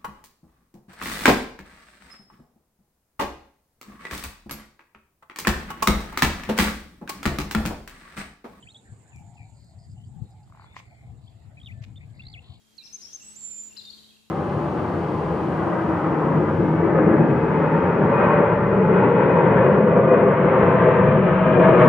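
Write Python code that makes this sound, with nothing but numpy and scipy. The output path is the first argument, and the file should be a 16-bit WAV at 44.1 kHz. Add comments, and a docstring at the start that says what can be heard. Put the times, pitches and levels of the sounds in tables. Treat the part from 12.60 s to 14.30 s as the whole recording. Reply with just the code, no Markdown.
"""Faint, far-off bird calls come first, over soft outdoor hiss and a low hum at a forest edge.
Then a near songbird sings one phrase: a falling slur, thin chirps, a long high whistle and,
starting with a soft tick, a lower twitter. Each note is a gliding pure tone, at times two at once;
leaves scatter it and the trees answer with a long reverberant tail."""
import sys
import numpy as np
from scipy import signal
from scipy.fft import rfft, irfft
from scipy.io import wavfile
from scipy.ndimage import uniform_filter1d, map_coordinates

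SR = 44100
rng = np.random.default_rng(int(sys.argv[2]) if len(sys.argv) > 2 else 0)


def generate_wav(signal):
    """Clip the signal to [-1, 1] and save it as 16-bit WAV at the path in sys.argv[1]."""
    frames = np.transpose(np.atleast_2d(signal))
    scaled = np.clip(frames, -1, 1) * 32767
    pcm = np.round(scaled).astype(np.int16)
    wavfile.write(sys.argv[1], SR, pcm)


N = 74970


def undb(db):
    """The decibel scale: 20 dB is a tenfold amplitude."""
    return 10 ** (np.asarray(db) / 20)


def pan(balance_db):
    """Interaural level difference: gains of constant power, the left greater by balance_db."""
    gains = undb(np.array([[balance_db], [-balance_db]]) / 2)
    return gains / np.sqrt(np.mean(gains ** 2))


def drift(rate_hz):
    """Low-pass noise: random steps smoothed into a slow wander of unit spread."""
    hold = max(int(SR / rate_hz), 2)
    steps = np.repeat(rng.standard_normal(N)[:N // hold + 1], hold)
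    smooth = uniform_filter1d(uniform_filter1d(steps, hold), hold)[:N]
    return smooth / smooth.std()


def noise(spectrum, side_db=-1):
    """Spectral shaping: white noise filtered to a given spectrum, in wide stereo at unit level."""
    hz, db = np.array(spectrum, float).T
    bin_hz = np.arange(N // 2 + 1) * SR / N
    gain = undb(np.interp(np.log(bin_hz + 1), np.log(hz), db))
    mid, side = irfft(rfft(rng.standard_normal((2, N))) * gain, N)
    stereo = mid + undb(side_db) * side * np.array([[1], [-1]])
    return stereo / stereo.std()


# Partials of the hum: harmonic_number, relative_level_db
HUM_HARMONICS = [(1, -1.5), (2, -14.5), (3, -23), (4, -21), (5, -21.5)]
def hum(t, pitch_hz=216.84, waver=0.00586):
    """Harmonic series: partials at whole multiples of one slightly wavering fundamental."""
    phase = 2 * np.pi * np.cumsum(pitch_hz * (1 + waver * drift(rate_hz=16))) / SR
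    return np.sqrt(2) * sum(undb(db) * np.sin(number * phase) for number, db in HUM_HARMONICS)


# Spectral densities of the three noise bands: frequency_hz, relative_level_db
AIR_SPECTRUM = [(100, -30), (220, 4), (320, 8), (500, -0.5), (1000, -3), (2000, -3), (3300, -1),
                (4500, -0.5), (7000, -3.5), (14000, -60)]
HISS_SPECTRUM = [(1000, -1), (4000, -24.5), (7000, 3), (10000, 0), (14500, -3.5)]
RUMBLE_SPECTRUM = [(20, -21), (50, -8.5), (95, -2), (160, -4.5), (240, -10), (400, -49.5)]
# Envelopes, before each layer's own gain: time_s, air_db, hiss_db, hum_db, rumble_db
BACKGROUND_LEVELS = [(0.0, -78, -77, -70.5, -75), (0.416, -68.5, -68.5, -65, -70),
                     (0.434, -68, -69, -64.5, -67.5), (0.62, -68.5, -68.5, -73.5, -69),
                     (0.638, -68, -67.5, -60.5, -68), (1.386, -70, -68, -61, -68.5),
                     (1.7, -78.5, -75.5, -68.5, -78.5)]
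def background(t):
    """Amplitude envelopes: airy noise, hiss, rumble and a hum on the left each swell and sink."""
    time_s, *levels_db = np.array(BACKGROUND_LEVELS).T
    air_gain, hiss_gain, hum_gain, rumble_gain = (undb(np.interp(t, time_s, db)) for db in levels_db)
    drone = undb(1) * hum_gain * hum(t) * pan(29)
    air = undb(9) * air_gain * noise(AIR_SPECTRUM)
    hiss = undb(5.5) * hiss_gain * noise(HISS_SPECTRUM)
    rumble = undb(3) * rumble_gain * noise(RUMBLE_SPECTRUM)
    return air + hiss + rumble + drone


def tick(t, time_s=1.172, band_hz=2100, level_db=-54, width_s=0.0017):
    """A transient: band noise under a brief Gaussian envelope is heard as a soft dry tick."""
    band = [(band_hz / 4, -30), (band_hz * 0.6, 0), (band_hz * 1.05, 0), (band_hz * 4, -25)]
    return undb(level_db) * noise(band) * np.exp(-((t - time_s) / width_s) ** 2)


def scatter(sound, t60_s, delay_s, build_s):
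    """Diffuse scattering: countless reflections build up and die away, different at each ear."""
    age_s = np.maximum(np.arange(N) / SR - delay_s, 0)
    envelope = (1 - np.exp(-age_s / build_s)) * np.exp(-np.log(1000) * age_s / t60_s)
    tail = rng.standard_normal((2, N)) * envelope
    tail /= np.sqrt(np.sum(tail ** 2, axis=1, keepdims=True))
    return signal.fftconvolve(sound[None], tail, axes=1)[:, :N]


def forest(sound, tilt_db_per_octave=-2.5):
    """Reverberation: the trees return a long tail, weaker for higher notes."""
    bin_hz = np.arange(N // 2 + 1) * SR / N
    octaves = np.log2(np.maximum(bin_hz, 2000) / 5000)  # flat below 2 kHz, unity gain at 5 kHz
    dulled = irfft(rfft(sound) * undb(tilt_db_per_octave * octaves), N)
    return scatter(dulled, t60_s=0.95, delay_s=0.012, build_s=0.0098) * pan(1)


def whistle(pitch_hz, rasp_hz=5430, rasp_width_hz=680, flutter_db=2.4):
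    """Frequency and amplitude modulation: a pure tone wavers, flutters and rasps in mid register."""
    rasp = 0.0197 * np.exp(-((pitch_hz - rasp_hz) / rasp_width_hz) ** 2) * drift(rate_hz=670)
    waver = 0.0027 * drift(rate_hz=220)
    phase = 2 * np.pi * np.cumsum(pitch_hz * (1 + waver + rasp)) / SR
    return np.sqrt(2) * np.sin(phase) * undb(flutter_db * drift(rate_hz=120))


# Distant calls: start_s, length_s, first_hz, middle_hz, last_hz, level_db
DISTANT_CALLS = [ (.0, .06, 3950, 3750, 3800, -78), (.0, .03, 3280, 3250, 3240, -72),
                 (.035, .11, 3260, 3220, 3234, -75), (0.183, 0.049, 2850, 2390, 2550, -62.5),
                 (0.219, 0.029, 2650, 2720, 2780, -64), (0.466, 0.041, 3180, 3210, 3280, -67),
                 (0.598, 0.041, 2950, 2673, 3050, -59), (0.78, 0.076, 4400, 4360, 4290, -68.5),
                 (0.896, 0.13, 2480, 2464, 2437, -70.5), (0.959, 0.039, 3130, 3135, 3320, -68),
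                 (1.102, 0.036, 2980, 2690, 2890, -61.5), (1.153, 0.024, 2900, 2947, 2800, -66),
                 (1.319, 0.017, 3300, 3286, 3100, -58), (1.375, 0.02, 3240, 3206, 3210, -57.5),
                 (1.432, 0.015, 3250, 2990, 3170, -64.5), (1.478, 0.044, 3180, 3280, 3390, -63),
                 (1.504, 0.054, 2880, 2500, 3030, -69), (1.565, 0.01, 2850, 2730, 2700, -57), ]
def far_birds(t, reverb_db=-2.5):
    """Direct-to-reverberant ratio: short curved whistles, about as strong as their tail, sound far."""
    calls = 0
    for start_s, length_s, first_hz, middle_hz, last_hz, level_db in DISTANT_CALLS:
        progress = np.clip((t - start_s) / length_s, 0, 1)
        parabola = np.polyfit([0, .5, 1], [first_hz, middle_hz, last_hz], 2)
        arch = np.sqrt(1 - (2 * progress - 1) ** 2)
        calls += whistle(np.polyval(parabola, progress)) * undb(level_db) * arch
    return calls + undb(reverb_db) * forest(calls)


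# Notes of the phrase: balance_db, leaves_send_db, forest_send_db, glide
# Points along each glide: time_s, pitch_hz, level_db
SONG_NOTES = [ (-9, -14, -11, [(.168, 7000, -70), (.178, 5200, -68), (.181, 4500, -49), (.188, 4150, -47.5),
              (.203, 4020, -47), (.218, 3800, -48), (.229, 3740, -57)]), (4, -2, -11, [(.220, 4400, -68),
              (.234, 5900, -59), (.244, 5900, -64), (.256, 5900, -54), (.278, 5900, -56)]),
              (24, -3, 2.5, [(.237, 5226, -48), (.250, 5340, -52), (.258, 5370, -46.5), (.263, 5200, -55)]),
              (-11, -14, -8, [(.261, 5400, -62), (.270, 4334, -51), (.278, 3410, -56)]),
              (7.5, -9, -6, [(.324, 5700, -56), (.334, 6280, -39), (.340, 6285, -42), (.347, 6200, -35.5),
              (.361, 6200, -41), (.368, 6550, -54)]), (20, -8, -7, [(.408, 3700, -66), (.417, 5000, -48),
              (.428, 5100, -53), (.438, 5030, -44), (.449, 5420, -41), (.461, 5480, -42)]),
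              (6, -9, 4, [(.423, 5900, -54), (.427, 5710, -46), (.440, 5500, -49)]),
              (7, -3, -6, [(.509, 3900, -66), (.516, 4700, -55), (.521, 5500, -56), (.529, 5600, -57)]),
              (0, -4, -8, [(.519, 3780, -63), (.524, 3560, -62), (.530, 3540, -66)]),
              (13, 5, -9, [(.520, 6800, -57), (.529, 7140, -58), (.536, 6600, -58)]),
              (4, -22, -7, [(.530, 5850, -51), (.535, 6245, -39), (.542, 6305, -43), (.548, 6232, -34),
              (.556, 6286, -43.5), (.564, 6300, -42)]), (-4, -2, -4, [(.615, 4300, -63), (.619, 6900, -53),
              (.629, 7720, -53), (.655, 7780, -51), (.675, 7940, -48), (.705, 7820, -53),
              (.735, 7880, -52)]), (-8, -6, -1, [(.755, 4700, -59), (.760, 6900, -48), (.767, 7250, -39),
              (.783, 7380, -45), (.795, 7540, -48), (.815, 7540, -48)]), (-12, -5, -9, [(.803, 7400, -46),
              (.832, 7250, -38), (.875, 7230, -38.5), (.895, 7220, -43), (.918, 7200, -37),
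              (.945, 7160, -41.5), (.968, 7165, -40.5), (.992, 7145, -44), (1.04, 7125, -39.5),
              (1.086, 7120, -46), (1.091, 6400, -66)]), (10, -8, -8, [(1.164, 3360, -56),
              (1.170, 4387, -41), (1.1745, 5163, -45), (1.178, 4060, -42.5), (1.187, 4100, -40.5),
              (1.198, 4030, -41.5), (1.206, 3420, -47)]), (4, -9, -8, [(1.213, 3900, -53),
              (1.219, 4500, -45), (1.224, 4950, -57)]), (-9.5, -12, 7, [(1.221, 3780, -44.5),
              (1.226, 3570, -59.5), (1.231, 3500, -58)]), (2.5, -9, -9, [(1.246, 3450, -58),
              (1.252, 4210, -46.5), (1.2575, 4990, -48), (1.261, 3760, -45), (1.270, 3652, -46),
              (1.281, 3620, -45), (1.298, 3635, -54)]), (16, -7, -7, [(1.298, 4190, -52),
              (1.304, 4485, -43), (1.308, 4650, -42), (1.312, 4950, -54)]),
              (12, -6, -7, [(1.328, 3575, -53), (1.335, 4110, -44.5), (1.345, 4320, -54),
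              (1.353, 4700, -58)]), (10, -4, -9, [(1.385, 4100, -55), (1.393, 3938, -46.5),
              (1.399, 3840, -56)]), (-4.5, -4, -1.5, [(1.441, 3900, -52), (1.449, 3817, -57),
              (1.459, 3980, -54.5)]), ]
def songbird(t, attack_s=0.0013, release_s=0.0016, left_lag_s=0.00002):
    """Multipath propagation: each gliding note arrives directly, then from leaves and from trees."""
    direct, into_leaves, into_forest = 0, 0, 0
    for balance_db, leaves_send_db, forest_send_db, glide in SONG_NOTES:
        time_s, pitch_hz, level_db = np.array(glide).T
        time_s = np.sort(time_s)
        rise = np.clip((t - time_s[0]) / attack_s + .5, 0, 1)
        fall = np.clip((time_s[-1] - t) / release_s + .5, 0, 1)
        envelope = undb(np.interp(t, time_s, level_db)) * np.sin(rise * fall * np.pi / 2) ** 2
        note = whistle(np.interp(t, time_s, pitch_hz)) * envelope
        direct += note * pan(balance_db)
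        into_leaves += note * undb(leaves_send_db)
        into_forest += note * undb(forest_send_db)
    direct[0] = map_coordinates(direct[0], [(t - left_lag_s) * SR])  # reaches the left ear later
    leaves = scatter(into_leaves, t60_s=0.21, delay_s=0.0042, build_s=0.002)
    return direct + leaves + forest(into_forest)


def scene():
    """Superposition: the singer, its distant neighbours, the background and the tick add up."""
    t = np.arange(N) / SR
    return songbird(t) + far_birds(t) + background(t) + tick(t)


def record(dry):
    """Band limiting: a steep elliptic low-pass filter cuts the highest treble."""
    cutoff_hz = 14550
    return signal.sosfilt(signal.ellip(12, .1, 70, cutoff_hz, fs=SR, output="sos"), dry)


dry = scene()
out = record(dry)
generate_wav(out)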